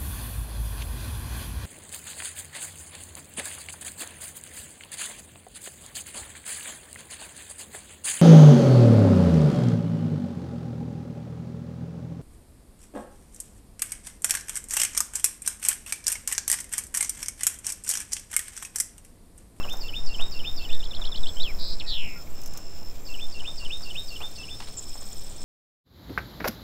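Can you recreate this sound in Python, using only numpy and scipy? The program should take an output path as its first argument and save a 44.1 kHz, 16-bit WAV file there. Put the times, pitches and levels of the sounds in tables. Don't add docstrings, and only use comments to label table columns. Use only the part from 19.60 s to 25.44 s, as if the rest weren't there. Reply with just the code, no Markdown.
import sys
import numpy as np
from scipy import signal
from scipy.fft import rfft, irfft, next_fast_len
from scipy.io import wavfile
from scipy.ndimage import uniform_filter1d

SR = 44100
rng = np.random.default_rng(int(sys.argv[2]) if len(sys.argv) > 2 else 0)


def put_to_file(sound):
    columns = np.atleast_2d(sound).T
    safe = np.clip(columns, -1, 1)
    whole_steps = np.round(safe * 32767)
    wavfile.write(sys.argv[1], SR, whole_steps.astype(np.int16))


N = 257544
TIME = np.arange(N) / SR


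def amp(db):
    return 10 ** (np.asarray(db) / 20)


def unit(x):
    return x / np.sqrt(np.mean(x ** 2) + 1e-20)


def tone(hz):
    return np.sin(2 * np.pi * np.cumsum(hz) / SR)


def curve(rows, t=TIME, column=1):
    rows = np.asarray(rows)
    return np.interp(t, rows[:, 0], rows[:, column])


def add(mix, at_s, sound):
    start = round(at_s * SR)
    sound = sound[max(-start, 0):]
    part = mix[max(start, 0):][:len(sound)]
    part += sound[:len(part)]


def noise(spectrum):
    hz, db = np.transpose(spectrum)
    size = next_fast_len(N)
    bins_hz = np.fft.rfftfreq(size, 1 / SR)
    gain = amp(np.interp(np.log(bins_hz + 1), np.log(hz + 1), db))
    return unit(irfft(rfft(rng.standard_normal(size)) * gain, size)[:N])


def wander(t, max_hz):
    rates_hz = max_hz * rng.uniform(.2, 1, 8)
    return np.sin(2 * np.pi * (np.outer(t, rates_hz) + rng.random(8))).sum(1) / 2


# (frequency [Hz], relative density [dB])
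AIR_SPECTRUM = [(24, -40), (40, 2), (80, -1.5), (197, -6.5), (260, -8.5), (653, -12.5), (2330, -27),
                (2770, -32.5), (4460, -48.5), (5300, -28), (5860, -61.5), (7520, -33), (12700, -56),
                (14000, -36), (15500, -86)]
DRONE_SPECTRUM = [(1900, -18), (2400, 3.5), (2800, -4), (3500, 0.5), (4500, -3.5), (5300, 5), (6100, -4.5),
                  (7400, 4.5), (8600, -12.5), (12500, -21.5), (14300, -8), (15600, -4)]
RUMBLE_SPECTRUM = [(15, 9), (35, 2.5), (55, -1), (77, 2.5), (100, -13), (200, -34.5)]
BREEZE_SPECTRUM = [(1, 0.5), (4, 1), (9, -9), (13, -10.5), (18, -15.5), (25, -26), (35, -35), (50, -35),
                   (100, -61), (300, -100)]
# (time [s], relative level [dB])
AIR_LEVELS = [(0.0, -46), (0.24, -49), (1.95, -48), (2.36, -50), (5.27, -52), (5.84, -51)]
# (time [s], level [dB])
BREEZE_LEVELS = [(0, -23), (.5, -18), (1, -18), (1.6, -16), (2.35, -16), (2.6, -26.5), (3.8, -23),
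                 (4.5, -30), (5.84, -28)]


def background(air_gain_db=3.2, drone_db=-54, rumble_db=-46):
    air = noise(AIR_SPECTRUM) * amp(curve(AIR_LEVELS) + air_gain_db + .65 * wander(TIME, 14))
    drone = noise(DRONE_SPECTRUM) * amp(drone_db + 1.45 * wander(TIME, 25))
    rumble = noise(RUMBLE_SPECTRUM) * amp(rumble_db)
    breeze = noise(BREEZE_SPECTRUM) * amp(curve(BREEZE_LEVELS))
    return air + drone + rumble + breeze


def stridulate(runs, hz, rate_hz, stroke_s, sag, jitter=.037, late_chance=0, spread_db=1, rasp=.003):
    out = np.zeros(N)
    t = np.arange(int(stroke_s * SR)) / SR
    window = np.sqrt(2) * signal.windows.tukey(len(t), .6)
    for start_s, end_s, db in runs:
        timing, force, detune, _ = rng.standard_normal((600, 4)).T
        late = rng.random(600) < late_chance
        gaps_s = (1 + jitter * timing + .5 * late) / rate_hz
        teeth = 4 * uniform_filter1d(rng.standard_normal((600, 1024)), 16, axis=1)[:, :len(t)]
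        for k, at_s in enumerate(start_s + np.cumsum(gaps_s) - gaps_s[0]):
            if at_s > end_s - stroke_s / 2:
                break
            pitch_hz = hz * (1 + .0041 * detune[k] + sag * (.5 - t / stroke_s) + rasp * teeth[k])
            add(out, at_s, amp(db + spread_db * force[k]) * window * tone(pitch_hz))
    return out


# (start [s], end [s], relative level [dB])
NEAR_RUNS = [(0, 2.635, 0), (2.752, 3.32, -1), (3.45, 4.61, 0), (4.62, 5.16, -2), (5.17, 5.685, 0),
             (5.78, 5.9, 0)]
RIVAL_RUNS = [(.37, .46, -2), (.5, .6, -3), (.73, .97, 0), (1.45, 1.55, -4), (1.88, 1.98, -2),
              (4.76, 5.0, -.5), (5.27, 5.4, -1)]
SLOW_RUNS = [(.612, .705, 0), (1.66, 1.81, 1), (2.1, 2.3, -6), (2.7, 2.87, -2), (3.86, 4.05, -2)]
THIN_RUNS = [(.3, 1.06, 0), (1.33, 1.56, 0), (1.88, 2.15, -2), (4.4, 5.1, -1), (5.35, 5.75, -1)]
# (start [s], end [s], level [dB])
LOW_RUNS = [(2.72, 3.3, -66)]


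def crickets(near_db=-45.3, slow_db=-54, thin_db=-64):
    near = stridulate(NEAR_RUNS, hz=5285, rate_hz=79, stroke_s=.009, sag=.06,
                      jitter=.07, late_chance=.12)
    rival = stridulate(RIVAL_RUNS, hz=5270, rate_hz=76, stroke_s=.01, sag=.05, jitter=.15)
    slow = stridulate(SLOW_RUNS, hz=7820, rate_hz=43, stroke_s=.01335, sag=.12, rasp=.0052)
    thin = stridulate(THIN_RUNS, hz=10700, rate_hz=60, stroke_s=.006, sag=.071)
    low = stridulate(LOW_RUNS, hz=2820, rate_hz=120, stroke_s=.016, sag=.06, jitter=.2, rasp=.04)
    return amp(near_db) * (near + rival) + amp(slow_db) * slow + amp(thin_db) * thin + low


# (centre [s], half width [s], gain [dB])
CHORUS_SWELLS = [(.1, .1, 4), (.56, .08, 8), (1.13, .12, 7), (1.7, .16, 10.5), (2.08, .1, 7),
                 (2.49, .06, 5), (2.95, .18, 6), (3.52, .11, 10), (4.4, .6, 5)]


def cricket_chorus(rest_db=-63.5, rest_hz=7320, hz_per_db=26):
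    out = np.zeros(N)
    swell_db = sum(db * np.exp(-((TIME - at_s) / width_s) ** 2) for at_s, width_s, db in CHORUS_SWELLS)
    for rate_hz, pitch_ratio, voice_db in [(43.7, 1.01, 11.5), (81.2, .995, 5), (58.4, .82, 4.5)]:
        stroke = np.cumsum(rate_hz * (1 + .054 * wander(TIME, 12))) / SR % 1
        bend = .065 * (.5 - stroke) + .012 * wander(TIME, 4) + .004 * wander(TIME, 400)
        hz = (rest_hz + hz_per_db * swell_db) * pitch_ratio * (1 + bend)
        out += amp(voice_db) * np.sin(np.pi * stroke) ** 2 * tone(hz)
    return amp(rest_db + swell_db) * unit(out)


KATYDID_SWITCHES_S = [.25, 1.09, 1.99, 2.75, 3.56, 4.6, 5.58]


def katydid(tick_db=-53, stroke_db=-55, ticking_s=.43, stroking_s=.128):
    tick_runs = [(s - ticking_s, s, 0) for s in KATYDID_SWITCHES_S]
    stroke_runs = [(s, s + stroking_s, 0) for s in KATYDID_SWITCHES_S]
    ticks = stridulate(tick_runs, hz=13940, rate_hz=76, stroke_s=.0039, sag=.032, jitter=.015, rasp=.008)
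    strokes = stridulate(stroke_runs, hz=14000, rate_hz=37, stroke_s=.01201, sag=.052, rasp=.008)
    swell_db = curve([point for s in KATYDID_SWITCHES_S for point in ((s - ticking_s, -4), (s, 2))])
    return amp(tick_db + swell_db) * ticks + amp(stroke_db) * strokes


def whistle(contour, shake=False, hoarse=False, flutter_db=1.84, shake_db=3.2):
    start_s, end_s = contour[0][0], contour[-1][0]
    t = np.arange(start_s, max(end_s, start_s + .004), 1 / SR)
    waver = .022 * wander(t, 450) if hoarse else .006 * wander(t, 220)
    hz = curve(contour, t) * (1 + waver)
    db = curve(contour, t, column=2)
    if shake:
        depth, rate_hz = curve(contour, t, column=3), curve(contour, t, column=4)
        phase = 2 * np.pi * np.cumsum(rate_hz * (1 + .09 * wander(t, 70))) / SR
        swing = np.cos(phase) - .086 * np.cos(2 * phase)
        hz *= 1 + depth * swing
        db += shake_db * np.sin(phase)
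    db += flutter_db * wander(t, 200)
    edges = signal.windows.tukey(len(t), min(1, .0055 * SR / len(t)))
    return start_s, np.sqrt(2) * amp(db) * edges * tone(hz)


def note(shape, at_s, db, pitch_ratio=1, hoarse=False):
    return whistle(np.array(shape) * [1, pitch_ratio, 1] + [at_s, 0, db], hoarse=hoarse)


# (time from anchor [s], pitch at full effort [Hz], relative level [dB])
SWEEP = [(-.126, 6220, -14), (-.117, 5300, -5.5), (-.106, 4750, 1), (-.095, 4480, -10), (-.08, 4450, -8.5)]
HUM = [(-.095, 2900, -11), (-.075, 2790, -5.5), (-.05, 2770, -6), (-.035, 2770, -17)]
HOOK = [(-.046, 3930, -13.5), (-.037, 3170, -3.5), (-.028, 2960, 1.5), (-.02, 2840, -16)]
RISE = [(0, 2370, -17), (0.014, 2600, -4), (.024, 3070, -2), (0.031, 3620, -8), (.043, 3665, 1.5),
        (0.061, 3720, -4), (.084, 3740, -9.5)]
# (anchor [s], effort [dB], sweep level [dB])
MOTIFS = [(.073, -37, -42), (.325, -34.3, -37.7), (.582, -32.7, -37), (.834, -33.3, -38),
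          (1.087, -37, -36.5), (3.58, -38.7, -44.3), (3.837, -36.3, -44.5), (4.092, -33.3, -38.5),
          (4.343, -33, -39.6), (4.598, -37.1, -39), (4.871, -41.5, -45)]


def motif_bird(full_effort_db=-31, pitch_per_db=.0043, hum_db=-39.8, full_hook_db=-35):
    out = np.zeros(N)
    for at_s, effort_db, sweep_db in MOTIFS:
        slack_db = effort_db - full_effort_db
        pitch_ratio = 1 + pitch_per_db * slack_db
        hook_db = full_hook_db + .55 * slack_db
        add(out, *note(SWEEP, at_s, sweep_db, pitch_ratio, hoarse=True))
        for shape, db in ((HUM, hum_db), (HOOK, hook_db), (RISE, effort_db)):
            detune = 1 + .006 * rng.standard_normal()
            add(out, *note(shape, at_s, db, pitch_ratio * detune))
    return out


def friction(events, spectrum, rise_s, grain_db):
    envelope = np.zeros(N)
    for at_s, db, decay_s in events:
        t = np.arange(int(6 * decay_s * SR)) / SR
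        add(envelope, at_s, amp(db) * (1 - np.exp(-t / rise_s)) * np.exp(-t / decay_s))
    roughness = unit(uniform_filter1d(rng.standard_normal(N), 60))
    grains = unit(amp(grain_db * roughness))
    return envelope * grains * noise(spectrum)


# (time [s], level [dB], decay [s])
SCUFFS = [(0.0, -42, .03), (.045, -36.5, .025), (.134, -36, .012), (.193, -35, .0044), (.59, -42.5, .055),
          (1.385, -48, .16), (2.942, -51.5, .079), (3.816, -41, .014), (3.87, -47, .04), (4.019, -43, .017),
          (4.207, -43, .02), (4.604, -40, .036), (4.816, -39, .0029), (5.0, -44.5, .024),
          (5.071, -47, .021), (5.35, -46.5, .028), (5.419, -44, .0084)]
CRUNCHES = [(4.604, -46, .02), (4.999, -39, .026), (5.069, -41, .019)]
# (frequency [Hz], relative density [dB])
EARTH_SPECTRUM = [(100, -12), (350, -4), (800, 4.5), (1400, 0), (2200, -13.5), (5000, -31), (9000, -30),
                  (15000, -30)]
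GRIT_SPECTRUM = [(600, -22), (1500, -4), (2800, 0.5), (4300, 2), (6000, -7), (10000, -18), (15000, -28)]


def footsteps():
    scuffs = friction(SCUFFS, EARTH_SPECTRUM, rise_s=.0022, grain_db=4.5)
    crunches = friction(CRUNCHES, GRIT_SPECTRUM, rise_s=.004, grain_db=4.5)
    return scuffs + crunches


# (time [s], level [dB])
SADDLE_TICKS = [(.095, -37), (.124, -35.5), (.132, -36.5), (.169, -38.5), (.562, -44), (.609, -38.5),
                (2.816, -38), (2.834, -39), (2.859, -32.5), (2.874, -37.5), (2.935, -37), (2.9732, -30.5)]
# (frequency [Hz], relative density [dB])
SADDLE_SPECTRUM = [(1500, -22), (4500, -15), (5600, -2), (6400, 0), (7600, -10), (10000, -14), (12000, -11),
                   (13800, -6), (15500, -9)]


def saddle(decay_s=.0045):
    ticks = [(at_s, db, decay_s) for at_s, db in SADDLE_TICKS]
    return friction(ticks, SADDLE_SPECTRUM, rise_s=.0006, grain_db=1.5)


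# (time from anchor [s], pitch [Hz], relative level [dB])
SLUR = [(-.028, 4070, -18), (-.018, 3594, -2), (-.011, 3470, -4.5), (-.004, 3490, -35)]
UPSTROKE = [(0, 2670, -14.5), (0.014, 3210, -3.5), (0.018, 3950, -2), (.024, 5160, -18)]
DOWNSTROKE = [(.027, 5250, -17), (.032, 3880, -9), (.037, 3450, -2), (0.044, 3150, -13)]
SYLLABLES_S = [.863, 1.004, 1.114, 1.224, 1.332, 1.438, 1.543, 1.656]
# (time [s], pitch [Hz], level [dB])
FLOURISH = [(1.795, 2650, -44), (1.803, 3600, -30), (1.823, 3990, -31.5), (1.829, 4770, -36),
            (1.834, 3560, -32.5), (1.857, 3170, -34), (1.878, 2620, -39.5), (1.905, 2280, -41),
            (1.922, 1910, -59)]


def trill_bird(top_db=-30.5, crescendo_db_per_s2=27):
    out = np.zeros(N)
    for at_s in SYLLABLES_S:
        db = top_db - crescendo_db_per_s2 * (SYLLABLES_S[-1] - at_s) ** 2
        for shape in (SLUR, UPSTROKE, DOWNSTROKE):
            add(out, *note(shape, at_s, db))
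    add(out, *whistle(FLOURISH))
    return out


def glide(start_s, length_s, first_hz, last_hz, db, attack_s, fade_db, *shaking, ease=2.7, release_s=.008):
    t = np.linspace(0, length_s, 120)
    attack_s = np.clip(attack_s, .001, length_s / 2)
    release_s = min(release_s, length_s / 2)
    progress = np.clip((t - attack_s) / (length_s - attack_s), 0, 1)
    hz = first_hz + (last_hz - first_hz) * np.expm1(-ease * progress) / np.expm1(-ease)
    gate = np.clip(np.minimum(t / attack_s, (length_s - t) / release_s), .1, 1)
    level_db = db + fade_db * progress ** 1.45 + 20 * np.log10(gate)
    return np.column_stack([start_s + t, hz, level_db, *np.outer(shaking, np.ones(len(t)))])


# (start [s], length [s], first pitch [Hz], last pitch [Hz], level [dB])
WHISTLES = [(1.745, .008, 4200, 6500, -48), (1.762, .036, 3030, 3250, -40), (1.07, .15, 1855, 1842, -57),
            (2.238, .024, 2580, 2520, -49), (2.25, .12, 1880, 1850, -55), (2.55, .06, 1420, 1385, -54),
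            (2.665, .018, 2150, 2550, -53), (4.78, .016, 6200, 6020, -43)]
# (start [s], length [s], first pitch [Hz], last pitch [Hz], level [dB],
# attack [s], fade [dB], shake depth [fraction of pitch], shake rate [Hz])
BUZZES = [(1.982, .17, 4420, 4560, -37.2, .028, -1, .14, 196),
          (2.193, .035, 4100, 2420, -35, .009, -13, .12, 195),
          (2.26, .332, 4250, 2280, -31.7, .036, -22, .115, 205),
          (5.162, .04, 7550, 7200, -34, .02, -1, .04, 260)]


def bird_calls():
    out = np.zeros(N)
    for row in WHISTLES:
        add(out, *whistle(glide(*row, attack_s=.008, fade_db=-4)))
    for row in BUZZES:
        add(out, *whistle(glide(*row), shake=True, hoarse=True, flutter_db=1.6))
    return out


# (time [s], level [dB], throb rate [Hz])
THROB = [(0, -83, 25), (3.3, -80, 25), (3.6, -60, 25), (4, -56, 24), (4.5, -54.5, 22), (5.1, -52.5, 21),
         (5.84, -51.5, 20)]
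# (frequency [Hz], relative density [dB])
THROB_SPECTRUM = [(2200, -19), (3400, 3.5), (4600, -3), (6000, -1.5), (7000, -12), (8300, 7), (9000, -4),
                  (9900, -11.5), (10600, -12.5), (12000, -11), (15500, -35)]


def throbbing_insect(depth_db=5, chirp_db=-56, chirp_start_s=3.3, fade_in_s=.29):
    cycles = np.cumsum(curve(THROB, column=2) * (1 + .025 * wander(TIME, 4.5))) / SR
    rasp = unit(noise(THROB_SPECTRUM) * amp(depth_db * np.cos(2 * np.pi * cycles)))
    chirp_hz = 6600 * (1 + .9 * (cycles % 1 - .5) + .0214 * wander(TIME, 20))
    chirp = np.sqrt(2) * np.sin(np.pi * cycles) ** 16 * tone(chirp_hz)
    fade_in = np.clip((TIME - chirp_start_s) / fade_in_s, 0, 1)
    return amp(curve(THROB)) * rasp + fade_in * amp(chirp_db + wander(TIME, 15)) * chirp


# (time from anchor [s], pitch [Hz], relative level [dB])
CHIP = [(-.009, 8300, -7), (-.003, 8100, -3), (.001, 7300, 0), (.005, 6750, -2)]


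def chipping_bird(start_s=5.235, period_s=.0589, pair_gap_s=.014, chip_db=-41.3, fade_db_per_s=3):
    pip_run = [(start_s - .04, TIME[-1], -53)]
    out = stridulate(pip_run, hz=8000, rate_hz=72, stroke_s=.005, sag=.08,
                     jitter=.15, spread_db=2.5, rasp=.02)
    for k, beat_s in enumerate(np.arange(start_s, TIME[-1], period_s)):
        db = chip_db - fade_db_per_s * (beat_s - start_s)
        pair = [(beat_s + side * pair_gap_s, db - 2.5) for side in (-.5, .5)]
        chips = [(beat_s, db)] if k % 2 else pair
        for at_s, level_db in chips:
            add(out, *note(CHIP, at_s, level_db + 1.2 * rng.standard_normal(), hoarse=True))
    return out


def corral(x, tail_db, t60_s, leaves_db, bounce_db=-15):
    t = np.arange(SR * 3 // 4) / SR
    taps = rng.standard_normal(len(t)) * (rng.random(len(t)) < 1500 / SR)
    taps *= amp(-60 * t / t60_s) * (1 - np.exp(-t / .0033))
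    taps *= amp(tail_db) / np.linalg.norm(taps)
    taps += amp(leaves_db) * signal.lfilter(*signal.iirpeak(4600, 4, fs=SR), taps)
    bounces = (rng.uniform(.001, .012, 5) * SR).astype(int)
    taps[bounces] += amp(bounce_db) * rng.choice([-1, 1], len(bounces)) / np.sqrt(len(bounces))
    return x + signal.fftconvolve(x, taps)[:N]


def scene():
    insects = crickets() + cricket_chorus() + katydid() + throbbing_insect()
    work = saddle() + footsteps()
    mix = corral(motif_bird(), tail_db=-13, t60_s=.42, leaves_db=-1.5)
    other_birds = trill_bird() + bird_calls() + chipping_bird()
    mix += corral(other_birds, tail_db=-16.5, t60_s=.32, leaves_db=-5)
    mix += corral(insects + work, tail_db=-17, t60_s=.2, leaves_db=-14, bounce_db=-44)
    return (mix + background())[None]


def record(dry):
    cutoff_hz = 15750
    lowpass = signal.firwin(511, cutoff_hz, window=("kaiser", 9), fs=SR)
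    return signal.oaconvolve(dry, lowpass[None], "same")


dry = scene()
out = record(dry)
put_to_file(out)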